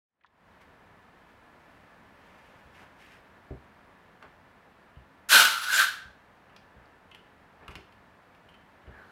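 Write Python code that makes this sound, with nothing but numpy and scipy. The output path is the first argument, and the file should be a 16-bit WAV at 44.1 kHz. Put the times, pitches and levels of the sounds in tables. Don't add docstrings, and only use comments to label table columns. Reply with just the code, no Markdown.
import sys
import numpy as np
from scipy import signal
from scipy.fft import rfft, irfft, next_fast_len
from scipy.io import wavfile

SR = 44100
rng = np.random.default_rng(int(sys.argv[2]) if len(sys.argv) > 2 else 0)


def dump_mix(stems):
    frames = np.atleast_2d(stems).T
    limited = np.clip(frames, -1, 1)
    pcm = np.round(limited * 32767).astype(np.int16)
    wavfile.write(sys.argv[1], SR, pcm)


N = 401751
TIME = np.arange(N) / SR


def from_db(db):
    return 10 ** (np.asarray(db) / 20)


def rms_one(x):
    return x / np.sqrt(np.mean(x ** 2) + 1e-20)


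def at_hz(points, hz):
    known_hz, values = np.transpose(points)
    return np.interp(np.log(np.maximum(hz, 1)), np.log(known_hz), values)


def noise(spectrum, skirt_db=24):
    size = next_fast_len(N)
    hz = np.maximum(np.arange(size // 2 + 1) * SR / size, 1)
    octaves_outside = np.abs(np.log2(hz / np.clip(hz, spectrum[0][0], spectrum[-1][0])))
    gain = from_db(at_hz(spectrum, hz) - skirt_db * octaves_outside)
    return rms_one(irfft(rfft(rng.standard_normal(size)) * gain, size)[:N])


def band(x, low_hz, high_hz):
    sos = signal.butter(2, [low_hz, min(high_hz, .45 * SR)], "band", fs=SR, output="sos")
    return signal.sosfilt(sos, x)


def drift(rate_hz):
    hop = 40
    r = np.exp(-2 * np.pi * rate_hz * hop / SR)
    slow = signal.lfilter([1], [1, -2 * r, r * r], rng.standard_normal(N // hop + 2002))[2000:]
    return np.interp(np.arange(N) / hop, np.arange(len(slow)), rms_one(slow))


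def resonance(x, hz, width_hz):
    r = np.exp(-np.pi * width_hz / SR)
    feedback = [1, -2 * r * np.cos(2 * np.pi * hz / SR), r * r]
    return signal.lfilter(np.array([1, 0, -1]) * (1 - r * r) / 2, feedback, x)


def strike(times, db, modes, spread_db):
    ringing = np.zeros(N)
    for hz, mode_db, t60 in modes:
        scatter_db = spread_db * rng.standard_normal(len(db))
        blows = np.full(N, 1e-18)
        blows[(times * SR).astype(int)] = from_db(db + mode_db + scatter_db)
        r, w = 1e-3 ** (1 / (t60 * SR)), 2 * np.pi * hz / SR
        mode = signal.lfilter([0, np.sin(w)], [1, -2 * r * np.cos(w), r * r], blows)
        ringing += rng.choice([-1, 1]) * mode
    return ringing


def decays(times, db, t60):
    jumps = np.full(N, 1e-18)
    jumps[(np.asarray(times) * SR).astype(int)] = from_db(db)
    return signal.lfilter([1], [1, -1e-3 ** (1 / (t60 * SR))], jumps)


def swell(centre_s, sigma_s, db):
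    return from_db(db) * np.exp(-np.minimum(((TIME - centre_s) / sigma_s) ** 2 / 2, 20))


def room_tone(whine_hz=1740, whine_db=-14, hum_hz=268, hum_db=-20, fade_in_s=0.51):
    # f/Hz, level/dB
    air = [(15, -43), (25, -12.5), (86, -1.5), (136, -6.5), (178, -2), (331, -8), (445, -7), (722, -5.5),
           (782, -6.5), (970, -5), (1110, -7), (1750, -9.5), (3440, -23), (6550, -35.5), (15500, -40.5)]
    # t/s, level/dB
    air_level = [(.6, -58), (2.4, -56), (5, -58.5), (9.1, -58)]
    fade_in = np.minimum(TIME / fade_in_s, 1) ** 2.94
    level = from_db(np.interp(TIME, *np.transpose(air_level))) * fade_in
    whine = rms_one(resonance(rng.standard_normal(N), whine_hz, width_hz=29))
    hum = rms_one(resonance(rng.standard_normal(N), hum_hz, width_hz=10))
    return level * (noise(air) + from_db(whine_db) * whine + from_db(hum_db) * hum)


def ticks(width_hz=450):
    # t/s, level/dB, f/Hz
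    events = [(.21, -64, 1870), (.237, -60, 2200), (0.245, -50.5, 1160), (0.263, -64, 1700),
              (.262, -63.5, 3460), (6.857, -67, 4440)]
    white = rng.standard_normal(N)
    sound = np.zeros(N)
    for at, db, hz in events:
        tick = decays([at], [db], t60=0.046) * rms_one(resonance(white, hz, width_hz))
        sound += band(tick, hz / 1.4, hz * 1.8)
    return sound


def hands(grain_db=2):
    # t/s, sigma/s, level/dB
    swishes = [(0.618, .008, -60), (1.296, .035, -71), (1.75, .17, -72), (2.42, 0.2, -66),
               (2.8, 0.037, -58), (3.023, 0.027, -57.5), (3.115, 0.046, -59.5), (7.716, .008, -53.5)]
    # f/Hz, level/dB
    cloth = [(200, -7), (700, 0), (1500, 16), (2600, 16.5), (4000, 4), (7000, -3), (9500, -6), (12500, -7),
             (15500, -17)]
    # t/s, sigma/s, level/dB
    rubs = [(2.82, 0.027, -57), (4.246, 0.017, -50), (6.527, 0.024, -59.5), (6.841, .05, -59),
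            (7.635, 0.023, -52), (7.71, .019, -55), (8.974, 0.1, -58)]
    # f/Hz, level/dB
    skin = [(45, 6.5), (80, 11.5), (150, -4), (350, 2.5), (800, 4), (1500, 2.5), (2600, -10.5), (4000, -24)]
    sleeves = sum(swell(*swish) for swish in swishes) * noise(cloth)
    fingers = sum(swell(*rub) for rub in rubs) * noise(skin)
    return (sleeves + fingers) * from_db(grain_db * drift(70))


def worktop(top_hz=1000):
    # t/s, level/dB, relative knock level/dB
    bumps = [(2.654, -56, -15), (3.507, -39.5, 1.5), (4.968, -48, -14), (6.054, -53.5, -13),
             (6.764, -54, -11), (7.687, -45.5, -5), (7.755, -49.5, 4.5), (8.458, -58, -9),
             (8.876, -46.5, -2)]
    # f/Hz, level/dB, t60/s
    modes = [(50, -2.5, 0.093), (71, 2.5, .15), (82.5, 1.5, .2), (123, -1.5, .15), (183.9, -9.5, .25)]
    # f/Hz, level/dB
    wood = [(110, -1.5), (200, 1.5), (280, -5), (365, 1), (520, -11), (770, -11.5), (1100, -26.5)]
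    times, db, knock_db = np.transpose(bumps)
    boom = strike(times + 0.0012, db, modes, spread_db=2.5)
    knock = decays(times, db + knock_db, t60=0.2) * noise(wood)
    return band(boom + knock, 35, top_hz)


def clasp(crack_db=-21.5):
    # t/s, level/dB, relative knock level/dB, relative upper snap level/dB
    clicks = [(4.226, -50, 4, -10), (6.5633, -48, -4, -4.5), (7.114, -54, -6, -13), (7.148, -45, -7.5, -22),
              (7.6806, -39.5, -0.5, -22), (7.7544, -36, -10, -13.5), (7.9243, -56.5, -11, -10.5),
              (8.3489, -56.5, -5.5, -14), (8.49, -52, -10, -21.5), (8.5425, -55.5, -4, -22)]
    # f/Hz, level/dB
    snap_colour = [(1100, -8), (2000, 0), (2800, 6.5), (3600, -8), (5500, -23)]
    # t/s, level/dB
    clinks = [(4.9588, -64), (6.4954, -64), (7.1162, -50), (7.1472, -57), (7.722, -68), (8.4883, -57.5),
              (8.542, -59.5), (8.8204, -68.5), (8.8688, -61)]
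    # f/Hz, level/dB, t60/s
    wire_modes = [(2073, -8.5, .1), (2500, -11, .12), (2650, -3, 0.1), (2840, -2, .13), (3000, -2, 0.11),
                  (3095, -0.5, 0.089), (3340, -13, .12), (4396, -20, .12), (10100, -28, .06)]
    times, db, knock_db, upper_db = np.transpose(clicks)
    white = rng.standard_normal(N)
    snap = decays(times, db, t60=0.031) * noise(snap_colour)
    knock = decays(times, db + knock_db, t60=0.073) * rms_one(band(white, 910, 1650))
    upper = decays(times, db + upper_db, t60=0.031) * rms_one(band(white, 3700, 5400))
    treble = rms_one(band(band(white, 6700, 12800), 6700, 12800))
    crack = decays(times, db + crack_db, t60=0.05) * treble
    ring = strike(*np.transpose(clinks), wire_modes, spread_db=3.5)
    return snap + band(knock, 330, 4000) + upper + crack + ring


def flow_gain(full_db, db_per_flow_db, attack_curve, full_flow_db=-17):
    # t/s, opening/s, hold/s, peak flow/dB, fall of flow/(dB/s)
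    bursts = [(5.287, 0.039, 0.058, -17.5, 121.5), (5.56, 0.084, 0.072, -38.5, 188),
              (5.687, .056, .066, -26.5, 182), (8.865, 0.15, .11, -72.5, 59.5)]
    power = 1e-20
    for start, opening_s, hold_s, peak_db, fall_db_per_s in bursts:
        age = TIME - start
        flow_db = peak_db - fall_db_per_s * np.maximum(age - opening_s - hold_s, 0)
        opened = np.clip(age / opening_s, 0, 1) ** attack_curve
        power += (opened * from_db(full_db + db_per_flow_db * (flow_db - full_flow_db))) ** 2
    return np.sqrt(power)


def mouth_tone(width_hz):
    # t/s, f/Hz
    pitch = [(5.3, 1557), (5.42, 1415), (5.63, 1390), (5.71, 1546), (6.05, 1562), (8.96, 1700),
             (9.11, 1440)]
    phase = 2 * np.pi * np.cumsum(np.interp(TIME, *np.transpose(pitch))) / SR
    return rms_one(drift(width_hz) * np.cos(phase) + drift(width_hz) * np.sin(phase))


def gas(sputter_db=1.5):
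    # t/s, sigma/s, boost/dB
    flares = [(5.338, 0.012, 5), (5.701, 0.0083, 7), (5.813, 0.021, 6), (8.95, 0.048, 8)]
    # f/Hz, level/dB
    jet = [(500, -26.5), (900, -8.5), (1400, -3), (2100, -1), (2900, 1.5), (4200, 2.5), (5200, -6.5),
           (7000, -18.5), (12000, -37)]
    # f/Hz, level/dB
    sizzle = [(3000, -24), (5500, -0.5), (7500, -0.5), (9000, -3), (11500, -1), (13500, -4.5),
              (16000, -14.5)]
    # f/Hz, level/dB
    rush = [(130, -19.5), (180, -8), (250, -6), (330, -10), (410, -3), (600, 1), (1000, -0.5), (1600, -22)]
    # t/s, sigma/s, f/Hz, width/Hz, level/dB
    whistles = [(5.63, 0.046, 10040, 121.5, -48.5), (5.755, .016, 7050, 397, -29.5),
                (5.766, 0.0062, 5000, 1200, -25.5)]
    mouth_gain = flow_gain(full_db=-20, db_per_flow_db=0.74, attack_curve=0.9)
    jet_gain = flow_gain(full_db=-18, db_per_flow_db=1, attack_curve=1.05)
    sizzle_gain = flow_gain(full_db=-21, db_per_flow_db=1.09, attack_curve=0.78)
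    rush_gain = flow_gain(full_db=-31.5, db_per_flow_db=1.5, attack_curve=2.1)
    breathy = np.interp(20 * np.log10(jet_gain), [-28, -18], [.65, .97])
    mouth = np.sqrt(breathy) * mouth_tone(width_hz=220) + np.sqrt(1 - breathy) * mouth_tone(width_hz=53)
    flare_db = sum(boost_db * swell(at, sigma_s, 0) for at, sigma_s, boost_db in flares)
    hiss = mouth_gain * from_db(flare_db) * band(mouth, 750, 3200)
    hiss += jet_gain * noise(jet) + sizzle_gain * noise(sizzle) + rush_gain * noise(rush)
    turbulence = rng.standard_normal(N)
    for at, sigma_s, hz, width_hz, db in whistles:
        hiss += swell(at, sigma_s, db) * rms_one(resonance(turbulence, hz, width_hz))
    return hiss * from_db(sputter_db * drift(50))


def alcove(x, width_hz=16, ring_db=-2.5):
    # f/Hz, relative level/dB
    standing = [(245, -1), (560, -4), (890, -2), (1305, -3), (1368, -2), (1447, -9), (1497, -6.5),
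                (1555, -1), (1646, -5), (1740, -6.5), (2093, -3), (2428, -3), (2609, -3.5), (2822, 1),
                (2960, -1.5), (3088, 2.5), (3344, -3.5), (3591, -4.5), (3982, -1.5), (4225, -1.5),
                (5009, -1), (6214, 0), (7092, -1), (7676, -1)]
    return x + sum(from_db(db + ring_db) * resonance(x, hz, width_hz) for hz, db in standing)


def kitchen(x, wet_db, first_echo_s=0.003):
    # f/Hz, t60/s
    t60s = [(100, 0.25), (500, 0.33), (1500, .44), (4000, 0.47), (8000, .33), (15000, .24)]
    t = TIME[:SR * 3 // 4]
    edges_hz = np.geomspace(40, 18000, 13)
    tail = np.zeros(len(t))
    for low, high in zip(edges_hz, edges_hz[1:]):
        t60 = at_hz(t60s, np.sqrt(low * high))
        tail += band(rng.standard_normal(len(t)), low, high) * 1e-3 ** (t / t60)
    tail *= t > first_echo_s
    echoes = signal.fftconvolve(x, tail / np.linalg.norm(tail))[:N]
    return (x + from_db(wet_db) * echoes) / np.hypot(1, from_db(wet_db))


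def scene():
    counter = alcove(gas()) + clasp() + hands() + worktop()
    return (kitchen(counter, wet_db=-7) + ticks() + room_tone())[None]


def record(dry, cutoff_hz=15800):
    return signal.sosfilt(signal.ellip(12, .1, 80, cutoff_hz, fs=SR, output="sos"), dry)


dry = scene()
out = record(dry)
dump_mix(out)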